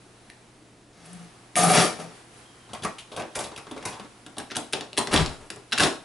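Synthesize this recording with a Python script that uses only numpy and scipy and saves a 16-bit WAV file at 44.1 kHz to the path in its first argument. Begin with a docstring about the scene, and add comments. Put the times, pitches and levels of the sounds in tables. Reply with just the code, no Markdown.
"""Panel door, footsteps, latch

In a small hall a sheet-metal panel door is swung to and its catch scraped shut: rough slip noise and short
snaps excite the modes of the sheet. Feet shuffle to a wooden door as slaps and scuffs on a hard floor. Its knob
and latch click and clatter as the door is pulled and pushed: short blows ring metal and leaf, rubbing drags the
leaf. Thin squeaks are wavering sines; hard walls add early echoes and a short noise tail.
Mains hum, hiss and rustling clothes lie underneath."""
import sys
import numpy as np
from scipy import signal
from scipy.fft import rfft, irfft, next_fast_len
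from scipy.io import wavfile
from scipy.ndimage import uniform_filter1d

SR = 44100
rng = np.random.default_rng(int(sys.argv[2]) if len(sys.argv) > 2 else 0)


def transcribe(signal):
    """Save signal, clipped to [-1, 1], as a 16-bit WAV file at the path in sys.argv[1]."""
    frames = np.atleast_2d(signal).T
    limited = np.clip(frames, -1, 1)
    pcm = np.round(limited * 32767).astype(np.int16)
    wavfile.write(sys.argv[1], SR, pcm)


def makeup_ratio(level_db):
    """Linear amplitude ratio for a level in decibels (20 dB per factor of ten)."""
    decades = np.asarray(level_db, float) / 20
    return 10 ** decades


N = 266364  # samples
T = np.arange(N) / SR  # s


def on_log(table, hz):
    """Read a (f/Hz, value) table along log frequency."""
    f, v = np.transpose(table)
    return np.interp(np.log(hz + 1), np.log(f), v)


def coloured(x, table):
    """Shape the spectrum of a signal by a (f/Hz, level/dB) table."""
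    size = next_fast_len(x.shape[-1])
    hz = np.arange(size // 2 + 1) * SR / size
    return irfft(rfft(x, size) * makeup_ratio(on_log(table, hz)), size)[..., :x.shape[-1]]


def unit(x):
    """Scale to energy 1, so that a filter keeps the level of white noise."""
    return x / np.sqrt(np.sum(x ** 2))


def place(x, pan_db):
    """Pan mono to stereo by the level of left over right."""
    return x * makeup_ratio(np.array([[pan_db], [-pan_db]]) / 2)


def band(lo_hz, hi_hz):
    """Response of a broad band: the many close modes that blur together."""
    sos = signal.butter(2, [lo_hz, hi_hz], "band", fs=SR, output="sos")
    return unit(signal.sosfilt(sos, signal.unit_impulse(SR // 8)))


def ring(modes, blur=0.):
    """Response of decaying modes over a weighted broad band; little radiates far below the lowest mode."""
    hz, width, db = np.transpose(modes)[:, :, None]
    t = T[:SR // 8]
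    decay = np.exp(-np.pi * width * t)  # a wider mode dies sooner
    out = np.sum(makeup_ratio(db) * width * decay * np.sin(2 * np.pi * hz * t), axis=0)
    out = signal.sosfilt(signal.butter(2, 0.77 * hz.min(), "high", fs=SR, output="sos"), out)
    return unit(unit(out) + blur)


def walk(rate):
    """Random levels held for 1 / rate s and smoothed twice, with a standard deviation of 1."""
    k = int(SR / rate)
    held = np.repeat(rng.standard_normal(N // k + 1), k)
    w = uniform_filter1d(uniform_filter1d(held, k), k)[:N]
    return w / w.std()


def grit(spread_db):
    """Contact force: a dense stream of tiny slips, a few much larger than the rest."""
    size = np.minimum(rng.exponential(size=N), 6.0)
    g = rng.standard_normal(N) * makeup_ratio(spread_db * size)
    return g / np.sqrt(np.mean(g ** 2))


def blows(columns, parts, rise_s, body_stretch, favour, spread_db):
    """Blows rise quickly and rattle out; the spot that is hit favours modes near its own pitch."""
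    out, force = np.zeros(N + SR), grit(spread_db)
    t = T[:SR // 5]
    for s, db, click_hz, body_db, body_hz, sizzle_db, decay in np.broadcast(*columns):
        at = int(s * SR)
        grain = np.take(force, at + np.arange(len(t)), mode="wrap")
        decays = max(decay, .0005) * np.array([1, body_stretch, 1])  # the heavy body shakes on longer
        levels_db, pitches_hz = (0, body_db, sizzle_db), (click_hz, body_hz, None)
        for part, rel_db, hz, boost, fall in zip(parts, levels_db, pitches_hz, (*favour, 0), decays):
            if hz:
                peak = signal.lfilter(*signal.iirpeak(hz, 3.5, fs=SR), part)
                part = unit(part + boost * unit(peak))
            shape = (1 - np.exp(-t / rise_s)) * np.exp(-t / fall)
            y = signal.fftconvolve(shape * grain, part)
            # the blow's energy is set, its grain is chance
            y = makeup_ratio(db + rel_db) * np.sqrt(np.sum(shape ** 2)) * unit(y)
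            out[at:at + len(y)] += y
    return out[:N]


def rubs(tables, shares, parts, tones_hz, spread_db):
    """Contact level and one control drive rough parts and wavering sines; the last sine has its own level."""
    force = np.zeros((len(parts) + len(tones_hz), N))
    for table in tables:
        s, db, control_db, last_db = np.transpose(table)
        eased_db = db.max() - db
        layers_db = [base + slope * control_db + lasting * eased_db for base, slope, lasting in shares]
        for layer, rel_db in enumerate(layers_db + [last_db]):
            force[layer] += makeup_ratio(np.interp(T, s, db + rel_db, left=-120, right=-120))
    rough = [signal.oaconvolve(f * grit(spread_db), r)[:N] for f, r in zip(force, parts)]
    soft = uniform_filter1d(force[len(parts):], SR // 100) * np.sqrt(2)
    tones = []
    for f, hz in zip(soft, tones_hz):
        level = f * makeup_ratio(2.1 * walk(70))
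        wavering_hz = hz + 0.4 * np.sqrt(hz) * walk(40)
        tones.append(level * np.sin(2 * np.pi * np.cumsum(wavering_hz) / SR))
    return rough + tones


# catch snapping on the panel: (t/s, click level/dB, sheet/dB re click, sizzle/dB re click, rattle decay/s)
PANEL_SNAPS = [(0.2945, -52, -12, -6, .0012), (0.2998, -33.5, -21, -7, 0.0017),
               (1.054, -52.5, -8, 10, .0071), (1.13, -59, 0, 18, .006), (1.5554, -18, -15, -3, 0.0027),
               (1.563, -30, 1, 11.5, 0.014), (1.6317, -27, 9.5, 8.5, 0.016), (1.6976, -21, 5, -14, 0.0052),
               (1.7178, -19, -16, 11, .001), (1.745, -21, -28, 3.5, 0.014),
               (1.7947, -24, -0.5, -13, 0.0034), (2.001, -39, 3, -15, 0.0044)]
# panel swung to, then catch scraped shut and settling:
# (t/s, rasp level/dB, squeal/dB re rasp, flexing/dB re rasp)
PANEL_SCRAPES = [
    [(0.93, -62.5, -10, -6), (1.068, -57, -7, 5), (1.158, -59.5, -1, 15.5), (1.19, -58.5, -6, 8),
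     (1.226, -58, -6, 17), (1.33, -68.5, -6, -3.5)],
    [(1.555, -42, -18, -16), (1.575, -28.5, 9, -6), (1.623, -28, -0.5, 1), (1.681, -32, 3, 11),
     (1.703, -26.5, 0, -7), (1.72, -29, 4.5, 3), (1.742, -23, -4.5, -22), (1.792, -19.5, -10, -4.5),
     (1.844, -27, -1.5, -18), (1.878, -37.5, 1, -12), (1.92, -44, -7, -12), (1.98, -53.5, -4, -8),
     (2.0, -43, -4, -2), (2.058, -55, -3.5, 8), (2.126, -62, -18, 0), (2.2, -77.5, 0, 1)],
]
# layers that the squeal wakes, in rows: rasp, sheet, sizzle, clank, three singing modes
# (level/dB re rasp, slope/dB per dB of squeal, slope/dB per dB that the contact eases)
PANEL_LAYERS = [(-0.5, 0, 0), (-5, 0.4, 0.0516), (0, 0.91, -0.0136), (-3, 0.05, 0.2947), (-2, 1, -0.17),
                (-11, 0.95, -0.0223), (-13, 0.5, 0.3166)]
# modes of the sheet: (f/Hz, width/Hz, level/dB)
SHEET_MODES = [(347, 48, -13), (606, 31, -11), (720, 116, 8.5), (1186, 30, 5.5), (1287, 58, 5)]
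# modes of the catch's bright ring: (f/Hz, width/Hz, level/dB)
CATCH_MODES = [(1840, 100, 19.3), (2330, 120, 16), (2423, 110, 14), (3350, 210, 5.4), (4640, 100, 10),
               (5400, 280, 11), (5800, 53, 14)]
# modes that the scraping catch sets singing: (f/Hz)
SINGING_MODES = [721, 1245, 6440]


def panel():
    """Sheet-metal door: the catch scrapes and snaps, the sheet rings, sings and flexes."""
    catch_hz, sheet_hz, flex_hz = 2530, 680, 169.7  # modes nearest the catch; flexing of the sheet
    catch_seats_s, seated_db = 1.71, -18
    catch = ring(CATCH_MODES, 3.1 * band(960, 6000))
    sheet = ring(SHEET_MODES, 0.11 * band(170, 1050))
    parts = catch, sheet, band(8560, 12640)
    rasp, body, sizzle, clank, *sing, flex = rubs(
        PANEL_SCRAPES, PANEL_LAYERS, (*parts, band(120, 860)), [*SINGING_MODES, flex_hz], spread_db=3.5)
    # once the catch seats, it damps the highest singing mode
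    sing[-1] = sing[-1] * np.where(T < catch_seats_s, 1, makeup_ratio(seated_db))
    s, db, sheet_db, sizzle_db, decay = np.transpose(PANEL_SNAPS)
    snaps = blows((s, db, catch_hz, sheet_db, sheet_hz, sizzle_db, decay), parts,
                  rise_s=0.00021, body_stretch=1.95, favour=(1.9, .6), spread_db=4.0)
    # the wide sheet hangs to the left of the catch
    return place(rasp + sizzle + snaps, 1.6) + place(body + clank + sum(sing), 3.9) + place(flex, 3.5)


# knob and latch: (t/s, click level/dB, click f/Hz, leaf/dB re click, sizzle/dB re click)
LATCH_CLICKS = [(4.2633, -35.5, 1410, -7, -2.5), (4.368, -39, 3500, 2, -4), (4.3819, -27, 3580, -12.5, 2.5),
                (4.4, -30.5, 1380, -16, -11), (4.502, -36, 1750, -11, -14), (4.5098, -31, 1850, -22, -11),
                (4.516, -29, 1400, -14.5, -10), (4.5505, -29, 3030, -21, -10),
                (4.5564, -26.5, 1510, -7.5, -1), (4.5663, -20.5, 3450, -14.5, 2.5),
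                (4.585, -51, 1400, 0, -13), (4.6464, -47, 3520, -7, -7), (4.7255, -31.5, 2590, -12, 3.5),
                (4.7323, -16.5, 2960, -19, -4.5), (4.737, -34, 2390, 1.3, -14.5),
                (4.809, -27, 3960, -10.5, -7), (4.968, -35, 2000, -3, -0.5),
                (4.975, -17.5, 2240, -31, -0.5), (4.9795, -17.5, 4030, -5, -0.5),
                (4.987, -22.5, 3860, -21, 4), (5.0718, -23.5, 1880, -8.5, -7),
                (5.116, -26.5, 1640, -24, -12), (5.127, -23, 1610, -6.5, -2), (5.139, -13, 1670, -8, -4),
                (5.502, -26.5, 1700, -13, -2), (5.5598, -43.5, 1840, -1, 4),
                (5.7212, -21, 3570, -37.5, -10), (5.7254, -17, 3000, -23, -13),
                (5.7294, -22, 3570, -13, -3.5), (5.734, -25, 1440, -34, -12),
                (5.7777, -16.5, 3300, -33, -7.5), (5.7832, -18, 3500, -28, -3.5),
                (5.7975, -12.5, 1670, -19, -6.5), (5.8034, -12, 1700, -20, -16),
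                (5.8338, -11.5, 5220, -24, -6.5), (5.847, -25.5, 1920, 1, -11)]
# latch spring ticking, short: (t/s, click level/dB, click f/Hz, sizzle/dB re click)
SPRING_CLICKS = [(4.9305, -27.5, 2380, -6.5), (5.1125, -37, 5200, 5), (5.134, -14, 3000, -3),
                 (5.1618, -7.5, 3600, -20), (5.1757, -10, 3900, -18), (5.2607, -17.5, 4400, -9),
                 (5.714, -37.5, 4200, -2)]
# door dragging in its frame, pulled, then pushed:
# (t/s, rasp level/dB, swing of the leaf/dB re rasp, shudder/dB re rasp)
DOOR_DRAGS = [
    [(5.11, -42.5, 5, -7), (5.136, -25, -15, -25), (5.168, -26.5, -2, -13), (5.188, -31, -4, 6.5),
     (5.215, -30, 1, 7), (5.24, -42.5, 4, 9), (5.288, -47.5, 12, 3), (5.344, -52, -5, -12),
     (5.384, -63, 4, -13), (5.412, -56, 6, -5.5), (5.48, -62, -2, -6)],
    [(5.775, -43, -54, -30), (5.811, -22, -50, -30), (5.83, -23.5, -45, -22), (5.85, -27, -46, -9),
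     (5.875, -31.5, -47, -14), (5.9, -47, -32, -11), (5.918, -46, -28, -11), (5.976, -62, -30, -4),
     (6.03, -64, -28, -5)],
]
# layers that the swing wakes, in rows: rasp, leaf, sizzle, rumble, air thump
# (level/dB re rasp, slope/dB per dB of swing, slope/dB per dB that the contact eases)
DOOR_LAYERS = [(-2, 0, 0), (3, 0.05, 0.0837), (-8.5, -0.06, 0.17), (3, 0.75, -0.13), (-3, 1.5, 0.27)]
# modes of the wooden leaf: (f/Hz, width/Hz, level/dB)
LEAF_MODES = [(167, 5.8, 0), (291, 21, 8.5), (400.4, 17, 7), (390, 570, 1), (900, 420, -1.5)]
# modes of the metal latch: (f/Hz, width/Hz, level/dB)
LATCH_MODES = [(1595, 490, 16.5), (2630, 340, -32), (3300, 48, -10), (3986, 150, 9), (5220, 660, 6.5)]


def door():
    """Knob and latch tick and clatter into the wooden leaf, which drags, shudders and pushes air."""
    thump_hz, shudder_hz = 21.9, 155  # air and leaf
    leaf_per_click = .21  # a harder contact wakes higher modes in latch and leaf alike
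    latch_rattle_s, tick_rattle_s, tick_leaf_db = .0038, .0012, -16.5
    latch = ring(LATCH_MODES, 2.45 * band(1250, 4380))
    leaf = ring(LEAF_MODES, 1.3 * band(70, 1230))
    parts = latch, leaf, band(7000, 13800)
    *drag, rumble, thump, shudder = rubs(
        DOOR_DRAGS, DOOR_LAYERS, (*parts, band(52, 106)), [thump_hz, shudder_hz], spread_db=3.0)
    s, db, click_hz, leaf_db, sizzle_db = np.transpose(LATCH_CLICKS)
    clatter = blows((s, db, click_hz, leaf_db, leaf_per_click * click_hz, sizzle_db, latch_rattle_s), parts,
                    rise_s=0.00012, body_stretch=7.74, favour=(.4, .45), spread_db=3.0)
    s, db, click_hz, sizzle_db = np.transpose(SPRING_CLICKS)
    ticks = blows((s, db, click_hz, tick_leaf_db, leaf_per_click * click_hz, sizzle_db, tick_rattle_s), parts,
                  rise_s=0.0001, body_stretch=11.5, favour=(.9, .3), spread_db=3.0)
    near_latch = place(clatter + ticks + sum(drag), 1.4)
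    return near_latch + place(shudder, 9.4) + place(rumble, 3.6) + place(thump, 3.5)


# soles on the floor: (t/s, slap level/dB, floor/dB re slap, floor f/Hz, scuff decay/s)
SOLE_SLAPS = [(2.69, -54.5, 9, 100, 0.039), (2.7327, -29.5, -2.5, 656, 0.0063),
              (2.7478, -33, -7, 1120, 0.0053), (2.8207, -38.5, -2, 99, 0.019),
              (2.833, -30, -7.5, 680, 0.015), (2.8466, -25, 4, 1150, 0.0049),
              (2.983, -34.5, -18, 1110, 0.015), (3.1166, -40, 1, 544, .023),
              (3.1625, -31.5, -3.5, 620, 0.0091), (3.1734, -37, 4.5, 600, 0.016),
              (3.196, -32, -4, 352, 0.011), (3.22, -28.5, -19, 584, 0.0021), (3.317, -54, -9, 279, 0.014),
              (3.349, -36, -38, 554, 0.0082), (3.3534, -27, -2, 660, 0.017),
              (3.3886, -27.5, -7.5, 820, 0.0066), (3.403, -32, -11, 810, 0.029),
              (3.4384, -36, -11, 555, 0.017), (3.5166, -42.5, 4, 376, 0.0056),
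              (3.561, -31.5, -12, 465, 0.0046), (3.575, -33, -6, 995, .012),
              (3.6662, -45, 6.5, 297, 0.0067), (3.711, -34.5, 2.5, 275, 0.0081),
              (3.7628, -41, 6.5, 487, 0.0074), (3.777, -32.5, -10, 293, 0.0037),
              (3.8072, -51, 7, 387, 0.022), (3.8255, -34.5, -7, 670, 0.0057),
              (3.852, -24.5, -3.5, 920, 0.0082), (3.8717, -34, -11, 945, 0.031),
              (3.924, -43.5, -0.5, 860, 0.019), (3.94, -41, -10, 900, .005),
              (3.9958, -34.5, -0.5, 218, 0.0051), (4.045, -49, 6.5, 302, 0.005)]
# modes of the floor: (f/Hz, width/Hz, level/dB)
FLOOR_MODES = [(165, 110, 11), (294, 110, 3.7), (550, 76, 1.5), (1110, 310, 7.5), (1530, 19, 2.3)]
# modes of the soles: (f/Hz, width/Hz, level/dB)
SOLE_MODES = [(2400, 260, 48), (3000, 74, 16), (3970, 61, -2), (5040, 21, -9), (6350, 150, 40.5)]


def steps():
    """Soles slap and scuff on a hard floor; first, louder and longer contacts sizzle more."""
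    heel_hz, sole_hz = 3300, 1360
    sole = ring(SOLE_MODES, 4.4 * band(1030, 5670))
    floor = ring(FLOOR_MODES, 3.1 * band(65, 1620))
    parts = sole, floor, band(3100, 14600)
    s, db, floor_db, floor_hz, decay = np.transpose(SOLE_SLAPS)
    heel = np.diff(s, prepend=0) > .03  # first contact after a pause (s) is harder
    sizzle_db = -8 + 3.5 * heel
    sizzle_db = sizzle_db + 0.9446 * (db - db.mean())  # dB per dB of slap
    sizzle_db = sizzle_db + 0.02 * (floor_db - floor_db.mean())  # dB per dB of floor
    sizzle_db = sizzle_db + 2 * np.log2(decay / decay.mean())  # dB per doubling of the scuff
    click_hz = np.where(heel, heel_hz, sole_hz)
    slaps = blows((s, db, click_hz, floor_db, floor_hz, sizzle_db, decay), parts,
                  rise_s=0.00083, body_stretch=2.64, favour=(.7, .75), spread_db=1.5)
    return place(slaps, 1.0)


# thin squeaks, one table each: (t/s, f/Hz, level/dB)
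SQUEAK_GLIDES = [
    [(2.375, 10300, -58), (2.39, 10500, -51), (2.43, 10700, -64)],
    [(2.43, 3230, -69), (2.49, 3200, -58), (2.58, 3150, -69), (2.68, 3100, -56)],
    [(5.345, 3200, -66), (5.36, 3170, -59), (5.41, 3150, -67)],
]


def squeaks():
    """A thin, faint, broken tone: a gliding sine under fast random modulation, a narrow band of noise."""
    out = 0
    for table in SQUEAK_GLIDES:
        s, hz, db = np.transpose(table)
        phase = 2 * np.pi * np.cumsum(np.interp(T, s, hz)) / SR
        level = makeup_ratio(np.interp(T, s, db, left=-120, right=-120) + 1.2 * walk(30))
        out = out + level * walk(250) * np.sin(phase)
    return out


# first echoes from near walls: (t/ms, left level/dB, right level/dB)
WALL_ECHOES = [(1.9, -16.5, -89), (3.1, -103, -17), (4.7, -19, -72), (6.6, -59, -15), (9.2, -22, -22.5)]


def near_walls(x):
    """Add the first echoes, delayed copies that reach left and right unequally."""
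    out = x.copy()
    for ms, *db in WALL_ECHOES:
        lag = int(ms * SR / 1000)
        out[:, lag:] += makeup_ratio(np.array(db))[:, None] * x.mean(axis=0)[:-lag]
    return out


# time for the hall to die away by 60 dB: (f/Hz, T60/s)
HALL_T60 = [(300, 0.32), (1000, 0.33), (4000, 0.32), (10000, 0.31)]


def room(x):
    """Diffuse tail: bands of decaying noise, partly shared between left and right."""
    t, tail = T[:SR], 0
    for hz in 200 * 2 ** np.arange(0, 6, .5):  # a small hall returns little deep bass
        sos = signal.butter(2, [hz / 1.366, hz * 1.323], "band", fs=SR, output="sos")
        noise = signal.sosfilt(sos, rng.standard_normal((2, SR)))
        tail = tail + noise * np.exp(-np.log(1000) * t / on_log(HALL_T60, hz))
    shared = .5 * np.sum(tail, axis=0)  # close microphones hear much of the tail alike
    tail = (tail + 0.89 * shared) * (1 - np.exp(-t / 0.00083))
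    return signal.oaconvolve(x, unit(tail) * np.sqrt(2), axes=1)[:, :N]


def wide_noise(colour, side):
    """Coloured noise of rms 1 with a share that differs left and right."""
    mid, other = rng.standard_normal((2, N))
    x = coloured(mid + side * other * np.array([[1], [-1]]), colour)
    return x / np.sqrt(np.mean(x ** 2))


# spectrum of the hiss: (f/Hz, relative level/dB per Hz)
HISS_COLOUR = [(12, -50), (20, 4), (43, -11), (86, -9.5), (110, -13), (243, -7), (264, -10.5), (293, -4.5),
               (473, -11.5), (555, -16), (634, -13), (920, -21.5), (10600, -32.5), (11500, -45),
               (15000, -75), (22000, -120)]
# clothes and hands moving: (t/s, level/dB)
RUSTLE_LEVEL = [(0.0, -58), (0.32, -57.5), (0.65, -61), (0.96, -63.5), (1.12, -53.5), (1.53, -56),
                (2.0, -57), (2.156, -50), (2.27, -54.5), (2.4, -51), (2.5, -54.5), (2.7, -55),
                (4.05, -53.5), (4.25, -56.5)]
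# spectrum of the rustle: (f/Hz, relative level/dB per Hz)
CLOTH_COLOUR = [(88, -41), (150, -2), (299, -33), (516, 3), (554, -34), (702, 2), (7040, -12.5),
                (10500, -9), (11500, -18), (15000, -55), (22000, -120)]


def background():
    """Steady hiss, a mains hum of wavering level, and rustle that comes with movement."""
    hiss_db, hum_db, hum_hz = -54.5, -59, 120
    hiss = makeup_ratio(hiss_db) * wide_noise(HISS_COLOUR, 0.19)
    hum = makeup_ratio(hum_db + 0.46 * walk(6.8)) * np.sin(2 * np.pi * hum_hz * T)
    rustle_db = np.interp(T, *np.transpose(RUSTLE_LEVEL)) + 0.13 * walk(24.2)
    rustle = makeup_ratio(rustle_db) * wide_noise(CLOTH_COLOUR, 0.67)
    return hiss + hum + rustle


def scene():
    """Everything struck or rubbed sounds in the hall, over the background."""
    room_db = -6.5
    near = panel() + door() + steps() + squeaks()
    return near_walls(near) + makeup_ratio(room_db) * room(near) + background()


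def low_pass(x):
    """Removes everything above the highest recorded frequency."""
    return signal.sosfilt(signal.butter(12, 12170, fs=SR, output="sos"), x)


def record(dry):
    """Round the peaks softly, thin the deep bass and cut the top steeply."""
    low_hz, top_hz = 42, 11150
    x = np.tanh(1.41 * dry) / 1.395
    x = signal.sosfilt(signal.butter(2, low_hz, "high", fs=SR, output="sos"), x)
    x = signal.sosfilt(signal.ellip(10, .3, 60, top_hz, fs=SR, output="sos"), x)
    return low_pass(x)


dry = scene()
out = record(dry)
transcribe(out)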